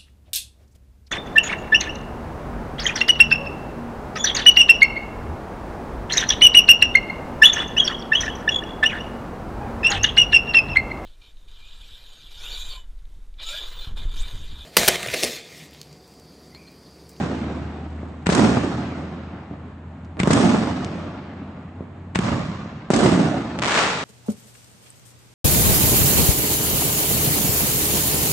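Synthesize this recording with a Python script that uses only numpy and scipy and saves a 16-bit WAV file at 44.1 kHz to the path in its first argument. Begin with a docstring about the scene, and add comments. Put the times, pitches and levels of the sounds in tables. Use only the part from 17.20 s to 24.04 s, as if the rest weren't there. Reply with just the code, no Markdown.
"""A firework cake at night. First a shell's bang rolls away and its stars sizzle, over low outdoor rumble,
far fireworks and a distant engine slowly gaining speed. Three times a lift charge thumps in its tube,
and three more shells burst overhead. The same walls and trees slap each shock back before it rolls
away over the landscape; stray stars snap in between. The last shell ends in a cloud of crackling stars."""
import sys
import numpy as np
from scipy import signal
from scipy.io import wavfile
from scipy.ndimage import uniform_filter1d

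SR = 44100
rng = np.random.default_rng(int(sys.argv[2]) if len(sys.argv) > 2 else 0)


def bounce(signal):
    """Save signal as a 16-bit WAV file at the path given by the first command-line argument."""
    frames = np.transpose(np.atleast_2d(signal))
    limited = np.clip(frames, -1, 1)
    pcm = np.round(limited * 32767).astype(np.int16)
    wavfile.write(sys.argv[1], SR, pcm)


N = 301628

# Source spectra: (frequency [Hz], relative level [dB])
RUMBLE_SPECTRUM = [(25, -34.5), (50, -33.5), (80, 0.5), (150, 5.5), (260, 1), (450, -15), (700, -11),
                   (1100, -16), (2000, -24.5), (4000, -36.5), (5500, -47.5), (7500, -43.5), (9000, -54)]
SIZZLE_SPECTRUM = [(1000, -19), (3500, 4), (5500, -5), (8000, -4), (10000, -26)]
SNAP_SPECTRUM = [(200, -25), (1200, -2), (2500, 2), (6000, 0), (8500, -6.5), (10000, -26)]
POP_SPECTRUM = [(100, -29), (400, -1.5), (700, -1), (1100, -0.5), (2100, -3), (3200, -7.5), (5000, -13.5),
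                (8000, -17), (10000, -33)]
LIFT_CRACK_SPECTRUM = [(100, -16.5), (500, 2.5), (1200, 6), (2200, 3.5), (3200, -2.5), (6000, -14),
                       (8300, -8), (10000, -34)]
BURST_CRACK_SPECTRUM = [(100, -11), (500, 12), (1900, 2.5), (3000, -7.5), (6000, -12), (8500, -10.5),
                        (10000, -23)]
# Echo spectra: (frequency [Hz], relative level [dB])
FAR_ROLL_SPECTRUM = [(40, -24), (130, 2), (250, 7.5), (450, -3), (1300, -18), (2500, -35.5), (6000, -59)]
LIFT_ROLL_SPECTRUM = [(15, -55), (25, -55), (83, -3.5), (177, 1.5), (470, -17.5), (546, -10.5), (836, -16),
                      (948, -16), (1070, -11.5), (1690, -19.5), (7400, -34.5), (10000, -49), (13000, -87),
                      (22000, -120)]
BURST_ROLL_SPECTRUM = [(15, -36), (25, -45), (75, -9.5), (168, 2), (264, 4.5), (414, -7.5), (470, -9.5),
                       (756, -10), (972, -16.5), (1250, -16), (2520, -25), (7980, -34), (8820, -35.5),
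                       (10000, -53), (13000, -81), (22000, -120)]
SLAP_SPECTRUM = [(100, -15.5), (500, 6), (1900, 0), (3000, -5.5), (6000, -4.5), (8500, -1.5), (10000, -17)]
# Decay of near surroundings and far landscape: (frequency [Hz], T60 [s])
NEAR_T60 = [(60, 1.86), (250, 1.1), (1000, 1.18), (4000, 1.24), (9000, 0.89)]
FAR_T60 = [(60, 3.9), (250, 2.94), (1000, 3.62), (2500, 3.43), (5000, 2.19), (9000, 1.18)]
# Diffuse field width, and the extra for near echoes: (frequency [Hz], side minus mid [dB])
FIELD_WIDTH = [(60, -39.5), (140, -42), (280, -23.5), (560, -11), (1100, -8), (2200, -4), (4500, -0.5),
               (7700, -10)]
NEAR_EXTRA_WIDTH = [(60, 14.5), (140, 26), (280, 14), (560, 6), (1100, 2.5), (2200, 5.5), (4500, 2.5),
                    (7700, -0.5)]
# Near echoes, mostly from the right: (frequency [Hz], left minus right [dB])
NEAR_BALANCE = [(60, 0), (280, -3.5), (700, -5), (1200, -4.5), (2200, 3), (4500, -0.5), (7700, -4.5)]
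# Engine loudness, drifting with the air: (time [s], level [dB])
ENGINE_LEVEL = [(0, -38.5), (.9, -35.5), (1.6, -41), (3.0, -39), (4.4, -44), (4.9, -41), (5.6, -53.5),
                (6.84, -46)]
# Far fireworks, and one small, nearer pop at 2.97 s: (time [s], blast [dB], push [s], low-pass [Hz], roll [dB])
FAR_BANGS = [(0.831, -21.5, 0.0026, 380, -41.5), (2.311, -22, 0.0035, 320, -46),
             (2.97, -26, 0.00074, 2500, -34.5), (4.607, -19.5, 0.0061, 480, -42.5),
             (5.459, -26, 0.0015, 700, -56), (5.528, -29, 0.0012, 700, -52)]
# Stray stars, and stars ahead of the cloud: (time [s], level [dB], left minus right [dB])
SNAPS = [(2.848, -43, -3), (2.854, -47, -9), (3.6469, -17, 2)]
EARLY_POPS = [(6.3892, -10.5, -4), (6.3952, -15, 10), (6.4201, -9, -2), (6.4222, -9, -6), (6.4253, -8, 16),
              (6.4457, -10, 6), (6.459, -7, -14)]
# Lift charges: (time [s], blast [dB], push [s], base crack [dB], slap re blast [dB], roll [dB])
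LAUNCHES = [(1.0677, -11, 0.002, -11.5, -6, -24.5), (3.0006, -11, 0.004, -11, 1, -25),
            (4.957, -12.5, 0.0027, -11, 2, -23.5)]
# Shell bursts: (time [s], blast [dB], push [s], base crack [dB], roll [dB], roll tilt [dB/octave],
# roll hold [s], far echo re near [dB], far wall delay [s])
BURSTS = [(-.36, -4, .0012, -24, -16, 0.3, 0.17, -5, .28),
          (1.091, -7, 0.0012, -16, -16, 0.47, 0.18, -6, .279),
          (3.074, -5.5, 0.0013, -17, -15.5, 0.64, 0.2, -6, .272),
          (5.7035, -5.5, 0.00096, -15.5, -15, 0.65, 0.21, -6, 0.29)]
# Surfaces answering each lift: (delay [s], thump offset [dB], crack offset [dB])
LIFT_ECHOES = [(0.0802, -18.5, -15), (.111, -9.5, -10.5), (.128, -5.5, -2), (.165, -7.5, -16)]
# Surfaces answering each burst: (delay [s], thump offset [dB], crack offset [dB], crack low-pass [Hz],
# smear [s], left minus right [dB])
BURST_ECHOES = [(.008, -24.5, -16.5, 6070, 0.033, 2.5), (.031, -4, -4.5, 4800, 0.012, 2),
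                (.058, -14.5, 2, 11000, 0.003, -4.5), (0.0877, -5.5, 0, 6460, 0.0016, -3),
                (.102, -5, -5, 5500, .003, -9), (.1285, -4, -0.5, 3210, 0.0021, -7),
                (.154, -10, 3.5, 2700, 0.0038, 6)]
# Far wall answering each burst: (thump offset [dB], crack offset [dB], crack low-pass [Hz])
WALL_ECHO = (-3.5, 5.3, 870)


def amp(db):
    return 10 ** (np.asarray(db) / 20)


def unit_rms(x):
    return x / np.sqrt(np.mean(x ** 2) + 1e-20)


def at_hz(table, hz):
    table_hz, value = np.transpose(table)
    return np.interp(np.log(hz + 1), np.log(table_hz + 1), value)


def pan(balance_db):
    return amp(np.array([[balance_db], [-balance_db]]) / 2)


def add(mix, at_s, sound):
    start = round(at_s * SR)
    sound = sound[:, max(-start, 0):]
    part = mix[:, max(start, 0):][:, :sound.shape[1]]
    part += sound[:, :part.shape[1]]


def click(spectrum, size=2048):
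    """Minimum-phase pulse, peak 1."""
    hz = abs(np.fft.fftfreq(size, 1 / SR))
    log_gain = np.log(amp(at_hz(spectrum, hz)))
    pulse = np.fft.ifft(np.exp(np.conj(signal.hilbert(log_gain)))).real[:size // 2]
    return pulse / abs(pulse).max()


def diffuse(pair, gain, near_s=0.):
    """Two unrelated signals shaped by gain(hz, s) into a field with near-mono bass; wider for near_s."""
    hz, t, (mid, side) = signal.stft(pair, SR, nperseg=1024, noverlap=768)
    hz = hz[:, None]
    nearness = np.exp(-(t / near_s) ** 2) if near_s else 0 * t
    width = amp(at_hz(FIELD_WIDTH, hz) + nearness * at_hz(NEAR_EXTRA_WIDTH, hz))
    lean = amp(nearness * at_hz(NEAR_BALANCE, hz) / 2)
    field = np.array([(mid + width * side) * lean, (mid - width * side) / lean]) / np.sqrt(1 + width ** 2)
    return signal.istft(field * gain(hz, t), SR, nperseg=1024, noverlap=768)[1][:, :pair.shape[1]]


def blast(db, push_s, top_hz, low_cut_hz=125):
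    """Shock front and suction, rounded by the air; a steep bass cut rings on for a cycle."""
    age = np.arange(SR // 20) / SR / push_s
    bass_cut = signal.butter(3, low_cut_hz, "high", fs=SR, output="sos")
    wave = signal.sosfilt(bass_cut, (1 - age) * np.exp(-age))
    wave = signal.lfilter(*signal.butter(2, top_hz, fs=SR), wave)
    return amp(db) * wave[None] / abs(wave).max()


def crack(db, fade_s, spectrum=BURST_CRACK_SPECTRUM, size=SR // 25):
    """A shock shattered into milliseconds of sharp ripples."""
    t = np.arange(size) / SR
    ripples = signal.fftconvolve(rng.standard_normal((2, size)), click(spectrum)[None], axes=1)[:, :size]
    return amp(db) * unit_rms(ripples + 0.076 * ripples[::-1]) * np.exp(-t / fade_s)


def roll(spectrum, db, tilt_db_per_oct, rise_s, hold_s, far_db, grain_db):
    """Countless small echoes build, hold while near objects answer, then die over the landscape."""
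    t = np.arange(3 * SR) / SR
    sizes = amp(grain_db * np.clip(rng.standard_normal(len(t)), -2, 2) / (1 + t / .5))
    density = np.minimum(.12 + t / 2, 1)
    taps = rng.standard_normal((2, len(t))) * (rng.random(len(t)) < density) * sizes
    taps /= np.sqrt(uniform_filter1d((taps ** 2).mean(0), 2000))

    def gain(hz, s):
        age_s = np.maximum(s - hold_s / (1 + hz / 14000), 0)  # air takes the treble first
        near = amp(-60 * age_s / at_hz(NEAR_T60, hz))
        far = amp(far_db - 60 * age_s / at_hz(FAR_T60, hz))
        # Large surfaces return lumps of bass and middle; crossing paths ripple the spectrum.
        lumps_db = -1.7 * unit_rms(uniform_filter1d(rng.standard_normal(len(s)), 3)) / (1 + hz / 3000)
        ripples = uniform_filter1d(rng.standard_normal((len(hz), len(s))), 4, axis=0)
        ripples_db = 1.58 * unit_rms(uniform_filter1d(ripples, 14, axis=1))
        shape = unit_rms(amp(at_hz(spectrum, hz) + tilt_db_per_oct * np.log2(hz + 1)))
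        return shape * np.hypot(near, far) * amp(lumps_db + ripples_db)
    return amp(db) * diffuse(taps, gain, near_s=0.55) * (1 - np.exp(-(t / rise_s) ** 2))


def rumble(swell, db=-40, swell_db=0.71):
    """Low outdoor noise, swelling a little."""
    noise = diffuse(rng.standard_normal((2, N)), lambda hz, s: amp(at_hz(RUMBLE_SPECTRUM, hz)))
    return unit_rms(noise) * amp(db + swell_db * swell)


def engine(waver, start_hz=75.8, climb_hz_per_s=2.85, top_hz=90, waver_db=2):
    """Far exhaust note: climbs steadily, then levels off."""
    t = np.arange(N) / SR
    hz = np.minimum(start_hz + climb_hz_per_s * t, top_hz)
    phase = 2 * np.pi * np.cumsum(hz) / SR
    exhaust = unit_rms(np.sin(phase) + amp(-15) * np.sin(2 * phase))
    return exhaust * amp(np.interp(t, *np.transpose(ENGINE_LEVEL)) + waver_db * waver)


def far_bangs():
    """Distant shells, dulled by the air, and one small, brighter pop close by."""
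    out = np.zeros((2, N))
    for s, db, push_s, top_hz, roll_db in FAR_BANGS:
        add(out, s, blast(db, push_s, top_hz))
        add(out, s, roll(FAR_ROLL_SPECTRUM, roll_db, tilt_db_per_oct=2,
                         rise_s=.0027, hold_s=.018, far_db=-29, grain_db=6))
    return out


def sizzle(db=-64, burn_s=1.6, sparks_per_s=2500):
    """Sparks from the first shell's stars, fading as they burn out."""
    t = np.arange(N) / SR
    sparks = rng.standard_normal((2, N)) * (rng.random(N) < sparks_per_s / SR)
    fizz = unit_rms(diffuse(sparks, lambda hz, s: amp(at_hz(SIZZLE_SPECTRUM, hz))))
    return amp(db) * fizz * np.exp(-(t / burn_s) ** 2)


def snaps(ground_s=.0046, ground_db=-11):
    """Stray stars: one click each, plus its ground bounce."""
    out, snap = np.zeros((2, N)), click(SNAP_SPECTRUM)
    for s, db, balance_db in SNAPS:
        add(out, s, pan(balance_db) * amp(db) * snap)
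        add(out, s + ground_s, pan(balance_db) * amp(db + ground_db) * snap)
    return out


def crackle(start_s=6.428, peak_s=6.59, rise_s=.088, thin_s=.105, peak_pops_per_s=3400,
            pop_db=-13.5, fade_db_per_s=50, echo_db=-5):
    """Stars pop across the sky, ever faster, then thin out; late pops are far-side ones, so fainter."""
    t = np.arange(N) / SR
    before_s, after_s = np.maximum(peak_s - t, 0), np.maximum(t - peak_s, 0)
    pops_per_s = peak_pops_per_s * np.exp(-before_s / rise_s - after_s / thin_s) * (t > start_s)
    fires = rng.random(N) < pops_per_s / SR
    strength, direction = np.clip(rng.standard_normal((2, N)), -1.6, 1.6)[:, fires]
    levels_db = pop_db - fade_db_per_s * after_s[fires] + 2.5 * strength
    cloud = zip(t[fires], levels_db, 6 * direction)
    pops, pop = np.zeros((2, N)), np.pad(click(POP_SPECTRUM), 16)
    for s, db, balance_db in [*EARLY_POPS, *cloud]:
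        lead = int(np.clip(balance_db / 2, -6, 6))  # samples; the nearer side hears it first
        add(pops, s, amp(db) * pan(balance_db) * np.array([np.roll(pop, -lead), np.roll(pop, lead)]))
    tail = diffuse(rng.standard_normal((2, SR)), lambda hz, s: amp(-60 * s / at_hz(NEAR_T60, hz)))
    tail *= 1 - np.exp(-t[:SR] / .02)
    echoes = signal.fftconvolve(pops, tail / np.linalg.norm(tail[0]), axes=1)[:, :N]
    return pops + amp(echo_db) * echoes


def slap(db, crack_db, edge_hz, smear_s, balance_db, rise_s=.0024):
    """A wall or tree returns a thump with a splintered edge: duller from afar, smeared by foliage."""
    t = np.arange(SR // 10) / SR
    edge = crack(crack_db + 6, smear_s, SLAP_SPECTRUM, size=len(t))
    out = signal.lfilter(*signal.butter(2, edge_hz, fs=SR), edge) * (1 - np.exp(-t / rise_s))
    add(out, 0, blast(db, push_s=.0011, top_hz=626))
    return pan(balance_db) * out


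def surface_echoes(vary_db=4.5, delay_spread=.006):
    """The same surfaces answer every bang; each shell's position shifts its echoes a little."""
    out = np.zeros((2, N))
    for s, db, _, crack_db, *_, wall_s in BURSTS:
        for delay_s, thump_db, edge_db, *surface in BURST_ECHOES:
            late, loud = rng.uniform(-1, 1, 2)
            echo = amp(vary_db * loud) * slap(db + thump_db, crack_db + edge_db, *surface)
            add(out, s + delay_s * (1 + delay_spread * late), echo)
        thump_db, edge_db, edge_hz = WALL_ECHO
        echo = slap(db + thump_db, crack_db + edge_db, edge_hz, smear_s=.0039, balance_db=0)
        add(out, s + wall_s, echo)
    for s, db, _, crack_db, *_ in LAUNCHES:
        for delay_s, thump_db, edge_db in LIFT_ECHOES:
            echo = slap(db + thump_db, crack_db + edge_db, edge_hz=1800, smear_s=.0021, balance_db=-3)
            add(out, s + delay_s, echo)
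    return out


def launches(tube_hz=165, crack_s=.0023, spit_s=.009, wall_s=.0322, ground_s=.005):
    """A spit of flame swells into the lift charge; the tube hums; wall and ground slap back."""
    t = np.arange(SR // 20) / SR
    tube = np.sin(2 * np.pi * tube_hz * t) * np.exp(-t / .044)
    spit_swell = 1 - np.exp(-t[:SR // 25] / .0035)
    out = np.zeros((2, N))
    for s, db, push_s, crack_db, slap_db, roll_db in LAUNCHES:
        add(out, s - spit_s, crack(crack_db - 11, .021, LIFT_CRACK_SPECTRUM) * spit_swell)
        add(out, s, pan(8.1) * crack(crack_db - 1.5, crack_s, LIFT_CRACK_SPECTRUM))
        add(out, s, blast(db, push_s, top_hz=330))
        add(out, s + .009, amp(db - 6) * tube[None])
        add(out, s + wall_s, crack(crack_db - 2.5, crack_s, LIFT_CRACK_SPECTRUM))
        add(out, s + wall_s, blast(db + slap_db, push_s, top_hz=290))
        add(out, s + wall_s + ground_s, blast(db + slap_db, push_s, top_hz=220))
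        add(out, s, roll(LIFT_ROLL_SPECTRUM, roll_db, tilt_db_per_oct=0,
                         rise_s=.048, hold_s=.17, far_db=-7, grain_db=-.5))
    return out


def bursts(ground_s=.0048, lull_s=.065, hill_s=.655, hill_db=-20.5):
    """Each shell's shock comes from above, off the ground, off everything around, last off a hillside."""
    out = np.zeros((2, N))
    for s, db, push_s, crack_db, roll_db, tilt_db_per_oct, hold_s, far_db, _ in BURSTS:
        add(out, s, pan(-3) * blast(db, push_s, top_hz=650))
        add(out, s, crack(crack_db + 5, fade_s=.001) + crack(crack_db - 6.5, fade_s=.007))
        add(out, s + ground_s, pan(3.9) * blast(db - 3, push_s, top_hz=377))
        add(out, s + ground_s, crack(crack_db, fade_s=.0015))
        add(out, s, roll(BURST_ROLL_SPECTRUM, roll_db, tilt_db_per_oct,
                         lull_s, hold_s, far_db, grain_db=1.5))
        add(out, s + hill_s, roll(BURST_ROLL_SPECTRUM, roll_db + hill_db, tilt_db_per_oct=-.73,
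                                  rise_s=.021, hold_s=.037, far_db=-20, grain_db=3))
    return out


def scene():
    fireworks = launches() + bursts() + surface_echoes() + far_bangs() + snaps() + crackle()
    swell, waver = unit_rms(uniform_filter1d(uniform_filter1d(rng.standard_normal((2, N)), 4000), 2000))
    return fireworks + rumble(swell) + engine(waver) + sizzle()


def record(dry):
    """Soft peak limit, then low-pass."""
    ceiling, top_hz = .9, 10200
    rounded = dry / (1 + (dry / ceiling) ** 4) ** .25
    low_pass = signal.firwin(301, top_hz, window=("kaiser", 9), fs=SR)
    return signal.oaconvolve(rounded, low_pass[None], "same")


dry = scene()
out = record(dry)
bounce(out)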